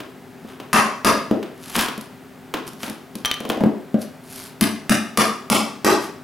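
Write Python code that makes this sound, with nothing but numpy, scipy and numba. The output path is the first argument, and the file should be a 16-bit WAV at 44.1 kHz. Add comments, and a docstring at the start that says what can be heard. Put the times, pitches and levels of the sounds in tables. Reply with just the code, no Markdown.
"""Breaking up a wooden floor

A worker breaks up glued wooden floor tiles in a small kitchen. Two runs of hard steel blows
crack the tiles and make the floor beneath boom. Between them, tools are laid down, clink and
scrape over grit. The bare room rings for half a second over a faint appliance hum,
and a limiter flattens the hard blows."""
import sys
import numpy as np
from scipy import signal
from scipy.fft import rfft, irfft, next_fast_len
from scipy.io import wavfile
from scipy.ndimage import uniform_filter1d, minimum_filter1d
from numba import njit

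SR = 44100
rng = np.random.default_rng(int(sys.argv[2]) if len(sys.argv) > 2 else 0)


def store_pcm(level_fs):
    """Save levels as 16-bit WAV."""
    pcm = np.round(np.clip(level_fs, -1, 1) * 32767).astype(np.int16)
    wavfile.write(sys.argv[1], SR, np.atleast_2d(pcm).T)


N = 274743
TIME = np.arange(N) / SR
AGE = TIME[:int(0.8 * SR)]  # seconds since a hit

# hard blows: (time [s], force [dB], looseness of the tile [0-1], hollowness under it [dB])
BLOWS = [(0.7304, -1, 0.78, 3), (1.0470, -3, 0.57, 5), (4.61, -9, 0.13, 2), (4.895, -7, 0.13, 0),
         (5.1736, -3.5, 0.39, 4.5), (5.5001, 0, 0.08, -3), (5.8465, -2, 0.39, 12.5)]
# tone of a tile cracking under a blow: (frequency [Hz], level [dB])
BLOW_TONE = [(210, -3), (350, -6.5), (417, -5.5), (482, -9.5), (674, -8.5), (928, -8), (1180, 1),
             (1500, -12), (2420, -10), (4180, -14), (4900, -11.5), (8170, -21), (10200, -18), (14500, -28),
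             (16000, -42)]
# Modes are the notes a struck thing rings with; ring time is how long one takes to fall by 60 dB.
# a wooden tile: (frequency [Hz], level [dB], ring time [s])
TILE_MODES = [(404, 2.5, 0.05), (568, -9, 0.21), (657, 15.5, 0.037), (900, -19, 0.05), (837, 15, 0.038),
              (1054, -22, 0.21), (1216, -3, 0.26), (1253, 0, 0.037), (1805, 25, 0.0078), (1900, -34, 0.057)]
# the brief ring of the steel tool: (frequency [Hz], level [dB], ring time [s])
STEEL_MODES = [(2800, -16, 0.015), (2673, -3.5, 0.016), (5080, -10.5, 0.018), (4895, 4.5, 0.015),
               (5440, -5, 0.0093), (5960, -1, 0.037), (6870, -18, 0.014), (8000, -6, 0.002),
               (10720, 7, 0.011)]
# the floor beneath the tiles, on its beams: (frequency [Hz], level [dB], ring time [s])
FLOOR_MODES = [(38.3, -26, 0.046), (80, -21, 0.08), (100.1, -30, 0.39), (145, -14.5, 0.13), (216, 1, 0.044),
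               (197.4, -29, 0.72), (213.4, -13, 0.37), (221.8, -17.5, 0.54), (234.5, -33.5, 1),
               (286.6, -19.5, 0.5), (309.3, -21.5, 0.33), (372, -31.5, 0.67)]
# dull bumps of hands, knees and tool handles: (time [s], level [dB], clack relative to it [dB])
THUMPS = [(.445, -35.5, 0), (1.311, -10.5, 0.5), (1.775, -17.5, -2.5), (3.606, -13, -2), (3.636, -9.5, -3),
          (3.660, -8.5, -16.5), (3.942, -10, -9)]
# loose tiles knocked or dropped: (time [s], level [dB], crack relative to it [dB])
CLACKS = [(.003, -29.5, -0.5), (.6, -31, -1.5), (1.428, -32, 1), (1.753, -31, 14.5), (1.793, -33, 16.5),
          (1.884, -27.5, 4), (2.539, -19.5, 0), (2.832, -29.5, 4), (2.879, -29, -4), (3.404, -26, -6),
          (3.451, -23.5, -7.5), (3.499, -16, -4), (3.572, -20, -17)]
# a steel tip set down on grit: (time [s], level [dB], thud relative to it [dB])
TAPS = [(1.763, -19.5, -3), (1.978, -36.5, 9.5), (2.011, -34.5, -22), (2.733, -43, 5), (2.831, -32.5, -1),
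        (2.898, -31.5, 3.5), (3.154, -32, 7), (3.404, -37.5, -5), (3.491, -33.5, 8)]
# tone of a knock in the wood, at a tile's edge and in the grit: (frequency [Hz], level [dB])
WOOD_TONE = [(130, -15), (250, 3.5), (380, 3), (650, -2.5), (850, -9), (1150, -20), (1700, -23),
             (4000, -47)]
EDGE_TONE = [(500, -7.5), (1100, 6.5), (2000, -0.5), (3100, 1.5), (4500, -6.5), (8000, -14.5)]
GRIT_TONE = [(2000, 3), (4500, 9), (8000, 5), (11000, 12), (13000, 6), (16000, -14)]
# hammer laid against a steel bar: (time [s], level [dB], brightness [dB/octave], bounce delay [s])
CLINKS = [(3.249, -11.5, -6.5, 0.0081), (3.314, -14.5, -3, 0.027), (3.5, -24.5, -10, 0.019)]
# the loose steel bar: (frequency [Hz], level [dB], ring time [s])
BAR_MODES = [(1192, -20.5, .32), (2140, -18, .02), (3050, -13, 0.11), (3173, 6, 0.022), (3570, -1, 0.018),
             (4030, -20, 0.019), (5890, -5.5, 0.024), (7250, -16, .012), (9800, -7.5, 0.007),
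             (12000, -24, .008)]
# steel dragged over grit: (start [s], length [s], level [dB], tile sound relative to it [dB])
SCRAPES = [(0.427, 0.17, -62.5, 16.5), (1.535, 0.38, -41, -4), (1.719, .18, -30, 5.5),
           (2.66, 0.041, -35.5, -10), (2.772, 0.16, -38, -3), (3.981, 0.088, -38.5, -16),
           (4.212, 0.34, -37, -14.5), (5.973, 0.14, -39.5, -2.5)]
# how long the kitchen echoes: (frequency [Hz], ring time [s])
ROOM_RING = [(150, 0.4), (500, 0.52), (1200, 0.5246), (3000, .5), (6000, 0.5), (14000, 0.3)]
# tone of its echo: (frequency [Hz], level [dB])
ROOM_TONE = [(100, -7.5), (400, -1), (1200, -1), (4000, -5.5), (14000, -10.5)]
# tone of the room's steady air noise: (frequency [Hz], level [dB])
AIR_TONE = [(20, -50), (32, -42), (50, -32), (90, -16), (140, -10.5), (240, -8.5), (330, -18), (390, -8.5),
            (480, -20), (780, -17), (1000, -23), (1560, -23.5), (5900, -39.5), (16000, -41)]
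# the notes of the appliance's hum: (frequency [Hz], peak level [dB])
HUM_NOTES = [(156, -53), (258, -44), (387, -51)]
# how much louder the left side is than the right: (frequency [Hz], difference [dB])
BALANCE = [(30, 7), (70, 4.2), (170, 2.4), (350, 2), (700, 1.5), (2800, 1.1), (5600, .7), (13000, -.8)]

# Pairs are (firmly glued, loose): a looser tile clacks louder, rattles longer and has less treble.
CLACK_DB, EDGE_DB, TREBLE_DB, STEEL_DB = (-3.1, 6), (2.6, 2), (10, 3.5), (-13, -2.5)
RATTLE_S = (0.018, 0.2)


def blows(floor_lag_s=0.00687, tile_db=-9, boom_db=-7.5):
    """Steel strikes with a short ring, a tile cracks and rattles, then the floor booms."""
    sharp, low = np.zeros((2, N)), np.zeros(N)
    for time, force_db, looseness, hollow_db in BLOWS:
        clack_db, edge_db, treble_db, steel_db = (
            np.interp(looseness, [0, 1], pair) for pair in (CLACK_DB, EDGE_DB, TREBLE_DB, STEEL_DB))
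        rattle_s = np.exp(np.interp(looseness, [0, 1], np.log(RATTLE_S)))
        contact = as_hit(burst(0.026)) + as_hit(burst(rattle_s))
        crack = as_hit(shape_tone(contact, BLOW_TONE))
        crack = shape_tone(crack, [(150, -2.2), (400, hollow_db), (700, clack_db), (1200, clack_db),
                                   (1700, edge_db), (2700, edge_db), (4500, -0.95), (10000, treble_db)])
        tile_pitch = 1 + 0.012 * rng.standard_normal()  # every tile is a slightly different size
        tile = undb(tile_db + clack_db) * as_hit(ring(TILE_MODES, tile_pitch, scatter_db=2.5))
        steel_pitch = 1 + 0.024 * rng.standard_normal()
        steel = undb(steel_db) * as_hit(ring(STEEL_MODES, steel_pitch, scatter_db=2.7))
        add(sharp, time, undb(force_db) * in_room(crack + tile + steel, echo_db=3))
        add(low, time + floor_lag_s, undb(boom_db - 0.5 * hollow_db) * floor_boom())
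    return sharp, low


def floor_boom(damping=1, rise_s=0.0035):
    """The floor takes a moment to start swinging; weight resting on it (damping) shortens its ring."""
    modes = [(hz, db, ring_s / damping) for hz, db, ring_s in FLOOR_MODES]
    swing = ring(modes, scatter_db=1.5) * (1 - np.exp(-(AGE / rise_s) ** 2))
    return np.sqrt(2) * swing / np.abs(swing).max()


def knocks():
    """Thumps go mostly into the floor, clacks into the wood, taps into the grit. Gives (sharp, low)."""
    out = np.zeros((2, N))
    for time, db, clack_db in THUMPS:
        add(out, time, one_knock(thud_db=db, wood_db=db + clack_db, crack_db=db + clack_db - 20.5))
    for time, db, edge_db in CLACKS:
        add(out, time, one_knock(thud_db=db - 11, wood_db=db, crack_db=db + edge_db))
    for time, db, relative_db in TAPS:
        thud_db = db + relative_db
        add(out, time, one_knock(thud_db, wood_db=thud_db - 8.5, crack_db=db - 7, tick_db=db))
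    return out


def one_knock(thud_db, wood_db, crack_db, tick_db=-np.inf, soft_s=0.0018):
    """Wood clacks, its edge cracks and grit ticks (the sharp part); the floor thuds (the low part)."""
    push = 1 - np.exp(-AGE / soft_s)  # wood gives way more slowly than grit
    wood = undb(wood_db) * as_hit(shape_tone(burst(0.036) * push, WOOD_TONE))
    crack = undb(crack_db) * as_hit(shape_tone(burst(0.048), EDGE_TONE))
    tick = undb(tick_db) * as_hit(shape_tone(burst(0.02), GRIT_TONE))
    thud = undb(thud_db) * floor_boom(damping=1.9)
    return np.array([wood + crack + tick, thud])


def clinks(click_db=-1, bounce_loss_db_per_s=480, bounce_db_per_octave=13):
    """The hammer lands on the loose bar, which rings, then bounces once: weaker but brighter."""
    out = np.zeros(N)
    for start, force_db, brightness, delay_s in CLINKS:
        landing = (start, force_db, brightness)
        bounce_db = force_db - bounce_loss_db_per_s * delay_s
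        bounce = (start + delay_s, bounce_db, brightness + bounce_db_per_octave)
        for time, db, tilt in (landing, bounce):
            metal = as_hit(ring(BAR_MODES, db_per_octave=tilt, scatter_db=3))
            chatter = as_hit(signal.fftconvolve(metal, burst(0.023))[:len(AGE)])
            click = as_hit(shape_tone(burst(0.008), [(500, 1.5), (3000, 8), (6000, -6), (15000, -8.5)]))
            add(out, time, undb(db) * (as_hit(metal + chatter) + undb(click_db) * click))
    return out


def scrapes(grain_db=4.6, largest_db=17, swell_share=0.46):
    """Grains of grit crunch under the steel, swelling and fading as each stroke speeds up and slows."""
    sizes = undb(np.minimum(grain_db * rng.exponential(size=N // 32 + 1), largest_db))
    grains = rng.standard_normal(N) * np.repeat(sizes, 32)[:N]  # each grain lasts 32 samples
    grit = as_steady(shape_tone(grains, GRIT_TONE))
    tile = as_steady(shape_tone(grains, EDGE_TONE))
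    out = np.zeros(N)
    for start, length, db, tile_db in SCRAPES:
        speed = np.interp((TIME - start) / length, [0, swell_share, 1], [0, 1, 0])
        out += undb(db) * speed ** 1.38 * (grit + undb(tile_db) * tile)
    return out


def kitchen_echo(build_s=0.0091, early_s=0.12, early_db=4):
    """The room's answer to a click: single echoes thicken into a tail whose treble dies first."""
    build_up = 1 - np.exp(-(AGE / build_s) ** 2)
    spikes = np.repeat(rng.exponential(size=len(AGE) // 16 + 1), 16)[:len(AGE)] - 1
    early_echoes = undb(early_db * np.exp(-AGE / early_s) * spikes)
    spectrum = rfft(rng.standard_normal((2, len(AGE))) * early_echoes * build_up)
    octave = np.log2(np.maximum(np.fft.rfftfreq(len(AGE), 1 / SR), 1))
    tail = 0
    for hz in 62.5 * 2 ** np.arange(0, 8.6, 0.5):  # half-octave bands, each fading at its own pace
        share = np.clip(1 - 2 * np.abs(octave - np.log2(hz)), 0, 1)
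        band = irfft(spectrum * share, len(AGE)) * fade(look_up(ROOM_RING, hz))
        even_out = np.sqrt(np.mean(share ** 2) / np.sum(band ** 2, axis=1, keepdims=True))
        tail = tail + undb(look_up(ROOM_TONE, hz)) * band * even_out
    return stereo(*tail, width=0.38)


def in_room(sound, echo_db):
    """The direct sound plus its echoes; every spot on the floor has its own echo pattern."""
    echoes = signal.fftconvolve(sound[None], kitchen_echo(), axes=1)[:, :len(sound)]
    return sound + undb(echo_db) * echoes


def air_and_hum(air_db=-43):
    """Steady room air and the slightly wavering hum of an appliance."""
    middle, side = (as_steady(shape_tone(rng.standard_normal(N), AIR_TONE)) for _ in range(2))
    waver_times = np.linspace(0, TIME[-1], 50)
    hum = np.zeros(N)
    for hz, db in HUM_NOTES:
        waver = np.interp(TIME, waver_times, rng.standard_normal(len(waver_times)))
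        hum += undb(db) * np.sin(2 * np.pi * hz * TIME + waver)
    return undb(air_db) * stereo(middle, side, width=0.25) + hum


def ring(modes, pitch=1, db_per_octave=0, scatter_db=0):
    """A struck thing rings with fading notes; where it is hit changes how loud each one is."""
    offsets_db = scatter_db * rng.standard_normal(len(modes))
    out = 0
    for (hz, db, ring_s), offset_db in zip(modes, offsets_db):
        gain = undb(db + offset_db + db_per_octave * np.log2(hz / modes[0][0]))
        out = out + gain * fade(ring_s) * np.sin(2 * np.pi * hz * pitch * AGE)
    return out


def burst(ring_s):
    """A dying cluster of tiny contacts, evened out so that it has no pitch of its own."""
    cluster = rng.standard_normal(len(AGE)) * fade(ring_s)
    spectrum = rfft(cluster, next_fast_len(len(AGE)))
    return irfft(spectrum / np.abs(spectrum))[:len(AGE)] * fade(4 * ring_s)


def fade(ring_s):
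    """A smooth fall of 60 dB in ring_s seconds."""
    return np.exp(-np.log(1000) * AGE / ring_s)


def shape_tone(sound, tone, size=4096):
    """Filter a sound by a table of (frequency [Hz], level [dB])."""
    gains = undb(look_up(tone, np.fft.rfftfreq(size, 1 / SR)))
    cepstrum = irfft(np.log(gains))
    # fold the second half onto the first, so the filter never rings before a hit
    cepstrum[1:size // 2] *= 2
    cepstrum[size // 2 + 1:] = 0
    response = irfft(np.exp(rfft(cepstrum)))
    return signal.fftconvolve(sound, response)[:len(sound)]


def look_up(table, hz):
    """Read between the rows of a (frequency [Hz], value) table, with octaves evenly spaced."""
    frequencies, values = np.transpose(table)
    return np.interp(np.log(np.maximum(hz, 1)), np.log(frequencies), values)


def undb(db):
    """Turn decibels into a number to multiply by."""
    return 10 ** (np.asarray(db) / 20)


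def as_steady(sound):
    """Scale a long sound to an average (rms) level of 1."""
    return sound / np.sqrt(np.mean(sound ** 2))


def as_hit(sound):
    """Scale a short sound to the energy of 5 ms at level 1."""
    return sound / np.sqrt(np.sum(sound ** 2) / (0.005 * SR))


def add(track, time, sound):
    """Mix a sound into a track at a time in seconds."""
    start = max(int(time * SR), 0)
    track[..., start:start + sound.shape[-1]] += sound[..., :N - start]


def stereo(middle, side, width):
    """Left and right hear nearly the same sound; width sets how much they differ."""
    return np.array([middle + width * side, middle - width * side])


@njit
def follow_peaks(sizes, release):
    """Track a sound's peaks, rising at once and falling slowly."""
    out, peak = np.empty(len(sizes)), 0.
    for i in range(len(sizes)):
        peak = max(sizes[i], peak + (sizes[i] - peak) * release)
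        out[i] = peak
    return out


def scene():
    """Blows, knocks, clinks and scrapes on one floor in one room."""
    blow, blow_boom = blows()
    knock, knock_boom = knocks()
    floor = blow_boom + knock_boom
    # the wide floor sounds from all round, so left and right are slightly out of step
    shifted = np.imag(signal.hilbert(floor, next_fast_len(N)))[:N]
    floor = in_room(floor, echo_db=-8) + stereo(0, shifted, width=0.097)
    return (blow + floor + in_room(knock, echo_db=2) + in_room(clinks(), echo_db=-5.5)
            + air_and_hum() + in_room(scrapes(), echo_db=1))


def record(dry, top_hz=16000, ceiling_db=-3, release_s=0.013):
    """The left side gets more bass, the highest treble is cut, and a fast limiter holds blows down."""
    treble_cut = signal.ellip(10, 0.2, 80, top_hz, fs=SR, output="sos")
    sides = [shape_tone(channel, [(hz, sign * db / 2) for hz, db in BALANCE])
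             for channel, sign in zip(dry, (1, -1))]
    sound = signal.sosfilt(treble_cut, sides)
    peak = follow_peaks(np.abs(sound).max(axis=0), 1 - np.exp(-1 / (release_s * SR)))
    gain = np.minimum(1, undb(ceiling_db) / (peak + 1e-9))
    gain = uniform_filter1d(minimum_filter1d(gain, size=64), size=48)  # ease down just before a peak
    return signal.sosfiltfilt(treble_cut, sound * gain)


dry = scene()
out = record(dry)
store_pcm(out)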